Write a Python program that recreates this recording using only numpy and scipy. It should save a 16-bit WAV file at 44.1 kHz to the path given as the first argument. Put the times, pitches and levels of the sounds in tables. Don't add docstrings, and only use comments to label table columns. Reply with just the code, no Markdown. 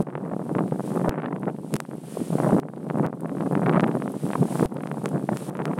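import sys
import numpy as np
from scipy import signal
from scipy.fft import rfft, irfft
from scipy.io import wavfile
from scipy.ndimage import uniform_filter1d, map_coordinates

SR = 44100
rng = np.random.default_rng(int(sys.argv[2]) if len(sys.argv) > 2 else 0)


def generate_wav(signal):
    frames = np.transpose(np.atleast_2d(signal))
    scaled = np.clip(frames, -1, 1) * 32767
    pcm = np.round(scaled).astype(np.int16)
    wavfile.write(sys.argv[1], SR, pcm)


N = 255339
TIME = np.arange(N) / SR
HZ = np.fft.rfftfreq(N, 1 / SR)


# t/s, level/dB, brightness/dB (small eddies over large ones)
AIR_STREAM = [(0.0, -30.5, -25), (0.05, -29, -17), (0.15, -26.5, -18), (0.25, -25, -18), (0.4, -32, -23),
              (0.613, -25, -28.5), (0.67, -30.5, -26.5), (0.91, -30.5, -23.0), (1.14, -24, -11),
              (1.44, -24.5, -22.5), (1.551, -32.5, -29), (2.01, -39.5, -28), (2.26, -40, -21),
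              (2.36, -34, -20.5), (2.451, -24.5, -15.5), (2.59, -21, -24.0), (2.73, -34, -27.0),
              (2.97, -26, -23), (3.06, -23, -16), (3.1, -26.5, -22), (3.18, -30, -25), (3.55, -27.5, -22),
              (3.781, -19, -15), (3.86, -25, -21.5), (4.141, -33, -25.0), (4.591, -29, -20.5),
              (4.68, -26.5, -20), (4.85, -34, -20), (5.119, -34, -23.5), (5.39, -38.5, -21.5),
              (5.619, -27, -15.5), (5.79, -31, -19)]
# t/s, half length/s, rise/dB, brightening/dB
BLASTS_AND_LULLS = [(0.597, 0.03014, 2, 7.0), (0.203, .008, -7, -2), (0.382, .008, -4, -3),
                    (0.825, 0.0118, -13, -4), (0.968, 0.022, 7.5, -1.5), (1.033, 0.01796, -1, -4),
                    (1.391, 0.01815, -7, -8.0), (1.452, .012, -1, -3), (1.494, 0.02203, 8, 11.5),
                    (1.529, .012, -9, 0), (1.752, 0.02, 13.5, -1.0), (1.88, .013, -7, -2),
                    (1.937, 0.025, 5.5, 4), (2.003, 0.014, -7, 0), (2.205, 0.03015, 11, -8),
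                    (2.251, 0.013, -7.5, 0), (2.313, 0.045, 6, -8), (2.369, 0.0079, -2, -3),
                    (2.416, .008, -4, -2), (2.889, .015, -2, -3), (2.927, 0.011, -8, -2),
                    (3.249, 0.024, 3, 1), (3.347, .012, -4.5, -3), (3.8, .012, -3.5, -3),
                    (4.193, 0.02116, -11, 3.5), (4.254, 0.027, 3, -4.0), (4.343, 0.02101, -9.5, 15.5),
                    (4.431, 0.0232, 8.5, -2), (4.486, 0.01497, -10, 3.5), (4.624, 0.0392, 7.5, -3.0),
                    (4.685, 0.027, -13, 0), (5.059, 0.0218, 7.5, 3.0), (5.159, 0.0344, 11.5, 3.0),
                    (5.265, 0.01405, -3, -9.5), (5.332, 0.0384, 10, -1)]
def airflow(slack_db=3, slack_lead_s=0.0087, slack_half_s=0.0057, dip_share=0.79):
    times, *columns = np.transpose(AIR_STREAM)
    level, bright = [np.interp(TIME, times, column) for column in columns]
    for s, half_s, rise_db, bright_db in BLASTS_AND_LULLS:
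        blast = np.exp(-np.minimum(((TIME - s) / half_s) ** 2, 20))
        level, bright = level + rise_db * blast, bright + bright_db * blast
    slack = -slack_db * signal.windows.hann(int(4 * slack_half_s * SR))
    for s, _, _ in SHARP_EDDIES:
        add(level, s - slack_lead_s, slack)
    return level + dip_share * hop_dip(), bright


def wind(level, bright, large_hz=400, small_hz=1100, steady_s=0.048, lump_db=(2.0, 2.17, 2.17)):
    levels = gain_of([level, level + 0.3 * bright, level + bright])
    pace = (levels[2] / levels[0]) ** 0.35
    flow = turbulence(np.clip(pace / pace.mean(), .7, 1.5))
    lumps = noise(np.exp(-((HZ - 11) / 5) ** 2))
    levels *= [evened(gain_of(db * lumps)) for db in lump_db]
    large = 1 / (1 + (HZ / large_hz) ** 6)
    not_small = 1 / (1 + (HZ / small_hz) ** 6)
    bands, trims_db = [large, not_small - large, 1 - not_small], [1.46, -1.1, 0]
    window = signal.windows.hann(int(2 * steady_s * SR))
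    out = np.zeros(N)
    for band, envelope, trim_db in zip(bands, levels, trims_db):
        part = shaped(flow, band)
        local_power = signal.fftconvolve(part ** 2, window / window.sum(), "same")
        out += gain_of(trim_db) * envelope * part / np.sqrt(abs(local_power) + 1e-12)
    return out


# f/Hz, level/dB
PORT_RESPONSE = [(20, -43), (60, -45), (85, -23.5), (112, -17.5), (138, 1.5), (165, 2), (220, 0.5),
                 (350, -1.5), (700, -1.5), (1500, -1), (3500, -3), (4800, -5.5), (6500, -19)]
def turbulence(pace, eddy_hz=330, gust_hz=90, drift_hz=18, gustiness=0.2564, push=1.54, skew=0.079):
    lurch = noise(HZ / (HZ + drift_hz) / (1 + (HZ / gust_hz) ** 2))
    speed = np.exp(gustiness * np.clip(lurch, -3, 2))
    pattern = noise(np.exp(-HZ / eddy_hz) * HZ / (HZ + 80))
    travel = np.cumsum(pace * speed / speed.mean())
    passing = map_coordinates(pattern, [travel], order=3, mode="wrap")
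    pressure = evened(passing * speed ** push)
    return shaped(pressure + skew * pressure ** 2, read(PORT_RESPONSE, HZ))


def eddy(rolloff_hz, lean):
    hz = np.fft.rfftfreq(2048, 1 / SR)
    spectrum = np.sqrt(hz) * np.exp(-hz / rolloff_hz) * read(PORT_RESPONSE, hz)
    return np.fft.fftshift(irfft(spectrum * np.exp(1j * lean))) / irfft(spectrum)[0]


# t/s, level/dB, roll-off f/Hz
SHARP_EDDIES = [(.005, -7, 297), (.07, -26, 646), (0.1539, -12.5, 676), (.176, -27, 709),
                (0.315, -15.5, 380), (0.3367, -14, 418), (.366, -12, 250), (0.3949, -14.5, 325),
                (0.466, -22, 330), (.494, -17, 457), (0.517, -16.5, 258), (0.5516, -11.5, 640),
                (.561, -12, 314), (.585, -13, 690), (0.5907, -12.5, 620), (0.6076, -9.5, 346),
                (.638, -14.5, 226), (0.7233, -8, 273), (0.7961, -11.5, 376), (.806, -15.5, 382),
                (0.9622, -10, 322), (.976, -11.5, 430), (0.9973, -16, 480), (1.015, -17, 556),
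                (1.084, -8, 450), (1.127, -24, 482), (1.142, -16, 560), (1.179, -17, 386),
                (1.1855, -20.5, 724), (1.221, -20, 910), (1.234, -17, 580), (1.244, -16, 620),
                (1.2594, -16, 810), (1.327, -14.5, 480), (1.363, -21, 820), (1.4327, -17.5, 655),
                (1.5, -26, 748), (1.587, -20, 286), (1.647, -21, 258), (1.852, -25, 624),
                (1.891, -20.5, 197), (1.913, -24.5, 684), (1.934, -20, 400), (1.983, -22.5, 197),
                (2.124, -23.5, 283), (2.204, -19, 313), (2.305, -12.5, 228), (2.3304, -12, 327),
                (2.4017, -4.5, 399.4), (2.446, -6.5, 464), (2.531, -5, 297), (2.566, -8.5, 328),
                (2.5846, -8, 400), (2.593, -14.5, 443), (2.6333, -21, 540), (2.655, -28, 390),
                (2.686, -22, 590), (2.7367, -21, 405), (2.774, -22.5, 290), (2.868, -22, 356),
                (2.901, -12.5, 735), (2.91, -12.5, 380), (2.945, -16, 350), (2.973, -14, 326),
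                (2.986, -19, 610), (3.072, -17, 526), (3.129, -17, 440), (3.247, -14.5, 326),
                (3.2589, -16.5, 540), (3.295, -20, 700), (3.37, -18.5, 480), (3.407, -12, 451),
                (3.46, -15.5, 340), (3.512, -9.5, 303), (3.524, -13, 375), (3.5533, -7, 730),
                (3.595, -11, 359), (3.619, -10.5, 412), (3.6681, -6, 564), (3.6954, -6.5, 850),
                (3.713, -9, 339), (3.736, -11, 760), (3.746, -16, 800), (3.763, -11, 736),
                (3.771, -13, 483), (3.7973, -5.5, 960), (3.8307, -5, 297), (3.837, -14, 620),
                (3.842, -7, 960), (3.881, -14, 563), (3.953, -10.5, 416), (4.0218, -14.5, 752),
                (4.0787, -13.5, 598), (4.141, -23.5, 405), (4.167, -17, 190), (4.266, -15, 380),
                (4.293, -15, 228), (4.3045, -12.5, 480), (4.3336, -11, 916), (4.455, -13.5, 300),
                (4.508, -19, 287), (4.556, -9.5, 415), (4.5967, -9.5, 610), (4.628, -8.5, 505),
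                (4.763, -16.5, 290), (4.807, -22, 825), (4.836, -18, 740), (4.858, -16.5, 376),
                (4.9154, -12.5, 722), (5.043, -13, 289), (5.159, -12, 275), (5.409, -27, 397),
                (5.509, -23, 481), (5.5528, -19.5, 755), (5.592, -14, 620), (5.601, -16, 581),
                (5.62, -19, 907), (5.7347, -16, 630), (5.7871, -15.5, 856)]
# t/s, level/dB, roll-off f/Hz
SLOW_EDDIES = [(0.793, -28, 114.6), (1.081, -12, 115), (1.7446, -11, 130), (2.2145, -13.5, 135),
               (2.3553, -6, 150), (2.553, -9, 120), (3.0063, -8.5, 172.3), (3.574, -7.5, 170),
               (3.762, -21, 114.7), (4.244, -12.5, 115), (4.425, -5.5, 180), (5.241, -13.5, 130)]
def buffets():
    out = np.zeros(N)
    for eddies, lean_spread in (SHARP_EDDIES, 0.92), (SLOW_EDDIES, 0.25):
        for s, db, hz in eddies:
            add(out, s, gain_of(db) * eddy(hz, rng.normal(0, lean_spread)))
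    return out


# t/s, level/dB, passing f/Hz, half length/s
EDDY_ROWS = [(0.588, -17, 805, 0.0079), (0.591, -32, 1410, 0.0033), (1.061, -15.5, 755, 0.005),
             (1.077, -13, 596, 0.008), (1.261, -23.5, 1670, .003), (1.483, -11, 720, 0.0017),
             (1.488, -30, 1390, 0.0065), (2.173, -13.5, 521, 0.0024), (2.217, -15.5, 232, 0.0054),
             (2.331, -12, 410, 0.0044), (2.386, -15, 890, 0.0033), (2.435, -18, 720, 0.0059),
             (2.473, -12, 616, 0.021), (2.499, -7, 628, 0.0022), (2.531, -8, 550, 0.002),
             (2.565, -18, 141, 0.013), (3.039, -20.5, 844, 0.0062), (3.047, -20, 1030, 0.008),
             (3.663, -18, 1670, 0.0036), (3.695, -25, 1480, 0.0047), (3.728, -21, 1390, 0.004),
             (3.771, -16, 1250, 0.0035), (3.837, -22, 1770, 0.0044), (4.356, -12, 980, 0.0032),
             (4.413, -15.5, 130, 0.016), (4.452, -21, 249.8, 0.0066), (4.973, -14.5, 592, 0.0021),
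             (5.33, -22, 1200, 0.0033)]
def flutters(trim_db=1, scatter=0.42):
    out, place = np.zeros(N), np.arange(-8, 9)
    for s, db, hz, half_s in EDDY_ROWS:
        delays = (place + rng.normal(0, scatter, len(place))) / (2 * hz)
        for spin, delay in zip((-1.) ** place, delays):
            size = gain_of(db + trim_db) * np.exp(-(delay / half_s) ** 2) * rng.uniform(0.19, 1.0)
            add(out, s + delay, spin * size * eddy(hz / 2, 0))
    return out


def crackle(level, bright, per_s=14, over_db=5.0, spread_db=0.5, rolloff_hz=520, spread_octaves=0.79):
    excess_bright = bright - bright.mean()
    chance, (size, pitch, lean) = rng.random(N), rng.standard_normal((3, N))
    db = level + 0.93 * excess_bright + over_db - spread_db * size
    hz = rolloff_hz * 2 ** (spread_octaves * pitch - 0.2 * excess_bright)
    out = np.zeros(N)
    for i in np.flatnonzero(chance < per_s / SR):
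        add(out, TIME[i], gain_of(db[i]) * eddy(hz[i], lean[i]))
    return out


# f/Hz, level/dB
SPRAY_SPECTRUM = [(3000, -15.5), (6000, -8.5), (7500, -6), (8800, 0.5), (9700, -3), (10700, -1.5),
                  (12000, -9.5), (14000, -13), (15400, -25), (16000, -26)]
# f/Hz, level/dB
SWISH_SPECTRUM = [(300, 3), (1200, 8), (2000, 4), (3200, 4), (4500, 0), (6500, -4.5), (9000, 5.5),
                  (15000, -13)]
def snow(glide_db=-61.5, swish_follow=0.82, grain_hz=300, pellets_per_s=200, pellet_hz=11000):
    glide = gain_of(glide_db)
    spray = powder(glide)
    swish = glide * (spray / glide) ** swish_follow
    clumping = evened(np.exp(0.12 * noise(1 / (1 + HZ / grain_hz) ** 2)))
    fine = gain_of(-1) * spray * noise(read(SPRAY_SPECTRUM, HZ))
    coarse = gain_of(1.5) * swish * noise(read(SWISH_SPECTRUM, HZ))
    strikes = (rng.random(N) < pellets_per_s / SR) * rng.uniform(-1.2, 1, N)
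    high_pass = HZ ** 2 / (HZ ** 2 + pellet_hz ** 2)
    pellets = gain_of(-12) * spray * evened(shaped(strikes, high_pass))
    return clumping * (fine + coarse) + pellets


# start t/s, length/s, level/dB
POWDER_BURSTS = [(-.1, 0.17, -52.5), (0.76, 0.1, -51.5), (1.577, .2, -54.5), (1.998, 0.48, -50.5),
                 (3.312, 0.38, -63.5), (3.85, 0.27, -61), (4.111, 0.51, -52), (4.427, 0.16, -46),
                 (4.902, 0.062, -57.5), (5.235, .2, -52), (5.325, 0.099, -50.5)]
def powder(glide, attack_s=0.14, release_s=0.2):
    power = np.full(N, glide ** 2)
    for start, length, db in POWDER_BURSTS:
        next_hop = min([s for s, *_ in MICROPHONE_HOPS if s > start], default=np.inf)
        attack = np.clip((TIME - start) / attack_s, 0, 1)
        release = np.exp(-np.maximum(TIME - start - length, 0) / release_s)
        power += (gain_of(db) * attack * release * (TIME < next_hop)) ** 2
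    return np.sqrt(power) * gain_of(hop_dip())


# t/s, level/dB, ratio of icy crack to pressure spike
SNOW_CLUMPS = [(1.7402, -11.5, 1.88), (1.7596, -24, 0.88), (1.765, -12.5, 1.05), (1.803, -9, 0.8),
               (3.807, -12.5, 0.0091), (4.873, -19.5, .06), (5.0583, -8.5, 0.47), (5.09, -30.5, 2.7),
               (5.364, -26, 0.17), (5.3714, -18.5, 1.3), (5.571, -25, 0.57), (5.655, -9.5, 0.27)]
# f/Hz, level/dB
STRIKE_RESPONSE = [(40, -7), (150, -2), (1800, -1), (4500, -4), (8600, -0.5), (10500, -0.5), (12800, -11),
                   (16000, -8)]
def clumps(press_s=0.00015, release_s=0.00016, crack_s=0.000018, crunch=0.23, crunch_s=0.00093):
    out, t = np.zeros(N), np.arange(-512, 512) / SR
    spike = np.exp(-abs(t) / press_s)
    rebound = (t > 0) * 2 * press_s * t / release_s ** 2 * np.exp(-abs(t) / release_s)
    crack = np.sign(t) * np.exp(1 - abs(t) / crack_s)
    for s, db, ice in SNOW_CLUMPS:
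        grit = (t > 0) * crunch * rng.standard_normal(len(t)) * np.exp(-abs(t) / crunch_s)
        add(out, s, gain_of(db) * (spike - rebound + ice * (crack + grit)))
    return shaped(out, read(STRIKE_RESPONSE, HZ))


# t/s, level/dB
SKI_CONTACTS = [(5.2902, -11)]
# f/Hz, level/dB, T60/s
SKI_RESONANCES = [(240, 0.5, 0.027), (650, 5, 0.012), (820, 2, 0.012), (1450, 1.5, 0.0055),
                  (1810, -11, .008)]
def ski_knock(contact_s=0.00038, dull_hz=3000):
    out, t = np.zeros(N), np.maximum(np.arange(-2048, 2048), 0) / SR
    ring = sum(gain_of(db - 60 * t / t60) * np.sin(2 * np.pi * hz * t) for hz, db, t60 in SKI_RESONANCES)
    for s, db in SKI_CONTACTS:
        add(out, s, gain_of(db) * (1 - np.exp(-t / contact_s)) * ring)
    return shaped(out, read(PORT_RESPONSE, HZ) / (1 + (HZ / dull_hz) ** 6))


# t/s, click level/dB, thud level/dB, dip/dB, recovery/s
MICROPHONE_HOPS = [(0.028, -70, -70, 14.5, 0.5), (1.0938, -10, -15, 11, 0.97), (1.7563, -17, -38, 6.5, 0.3),
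                   (2.5994, -20, -44, 15, 0.37), (3.0647, -21.5, -50, 14, 0.31),
                   (4.659, -17.5, -16.5, 7, 0.22), (5.499, -33, -64, 6.5, 0.25)]
def hop_clicks(click_s=0.0002, thud_s=0.0013):
    out, t = np.zeros(N), np.arange(-1024, 1024) / SR
    for s, click_db, thud_db, _, _ in MICROPHONE_HOPS:
        click = gain_of(click_db) * (t < 0) * np.exp(-abs(t) / click_s)
        thud = gain_of(thud_db) * np.exp(-(t / thud_s + 1) ** 2)
        add(out, s, -click - thud)
    return out


def hop_dip():
    dip_db = np.zeros(N)
    for s, _, _, depth_db, recovery_s in MICROPHONE_HOPS:
        remaining = np.clip(1 - (TIME - s) / recovery_s, 0, 1)
        dip_db = np.where(TIME < s, dip_db, -depth_db * remaining)
    return uniform_filter1d(dip_db, size=88)


# t/s, level/dB
ICE_CRUMBS = [(1.3967, -41), (1.4122, -43), (2.9786, -42), (3.2076, -32), (3.9524, -39), (4.1198, -31),
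              (4.7425, -33), (5.04, -28)]
def crumbs(trim_db=-3, ring_hz=10400, width_hz=1900, decay_s=0.00048, per_s=30, faint_db=-44):
    out, t = np.zeros(N), np.arange(-512, 512) / SR
    hz = np.fft.rfftfreq(len(t), 1 / SR)
    resonance = 1 / (1 + 1j * (hz - ring_hz) / width_hz) ** 2
    arrivals = np.flatnonzero(rng.random(N) < per_s / SR)
    levels_db = rng.normal(faint_db, 4.5, N) + hop_dip()
    faint = [(TIME[i], levels_db[i]) for i in arrivals]
    for s, db in list(ICE_CRUMBS) + faint:
        crush = rng.standard_normal(len(t)) * (t >= 0) * np.exp(-abs(t) / decay_s)
        tick = irfft(rfft(crush) * resonance)
        add(out, s, gain_of(db + trim_db) * tick / abs(tick).max())
    return out


def gain_of(db):
    return 10 ** (np.asarray(db) / 20)


def evened(x):
    return x / np.sqrt(np.mean(x ** 2) + 1e-20)


def read(spectrum, hz):
    f, db = np.transpose(spectrum)
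    return gain_of(np.interp(np.log(hz + 1), np.log(f + 1), db))


def shaped(x, gain):
    return irfft(rfft(x) * gain, N)


def noise(gain):
    return evened(shaped(rng.standard_normal(N), gain))


def add(mix, s, sound):
    at = round(s * SR) - len(sound) // 2 + np.arange(len(sound))
    inside = (at >= 0) & (at < N)
    mix[at[inside]] += sound[inside]


def scene():
    level, bright = airflow()
    air = wind(level, bright) + crackle(level, bright) + buffets() + flutters()
    return (air + snow() + clumps() + ski_knock() + hop_clicks() + crumbs())[None]


def record(dry, ceiling=0.56, edge_hz=15950):
    rounded = dry / (1 + (dry / ceiling) ** 4) ** (1 / 4)
    low_pass = signal.firwin(511, edge_hz, window=("kaiser", 9), fs=SR)
    return signal.oaconvolve(rounded, low_pass[None], "same")


dry = scene()
out = record(dry)
generate_wav(out)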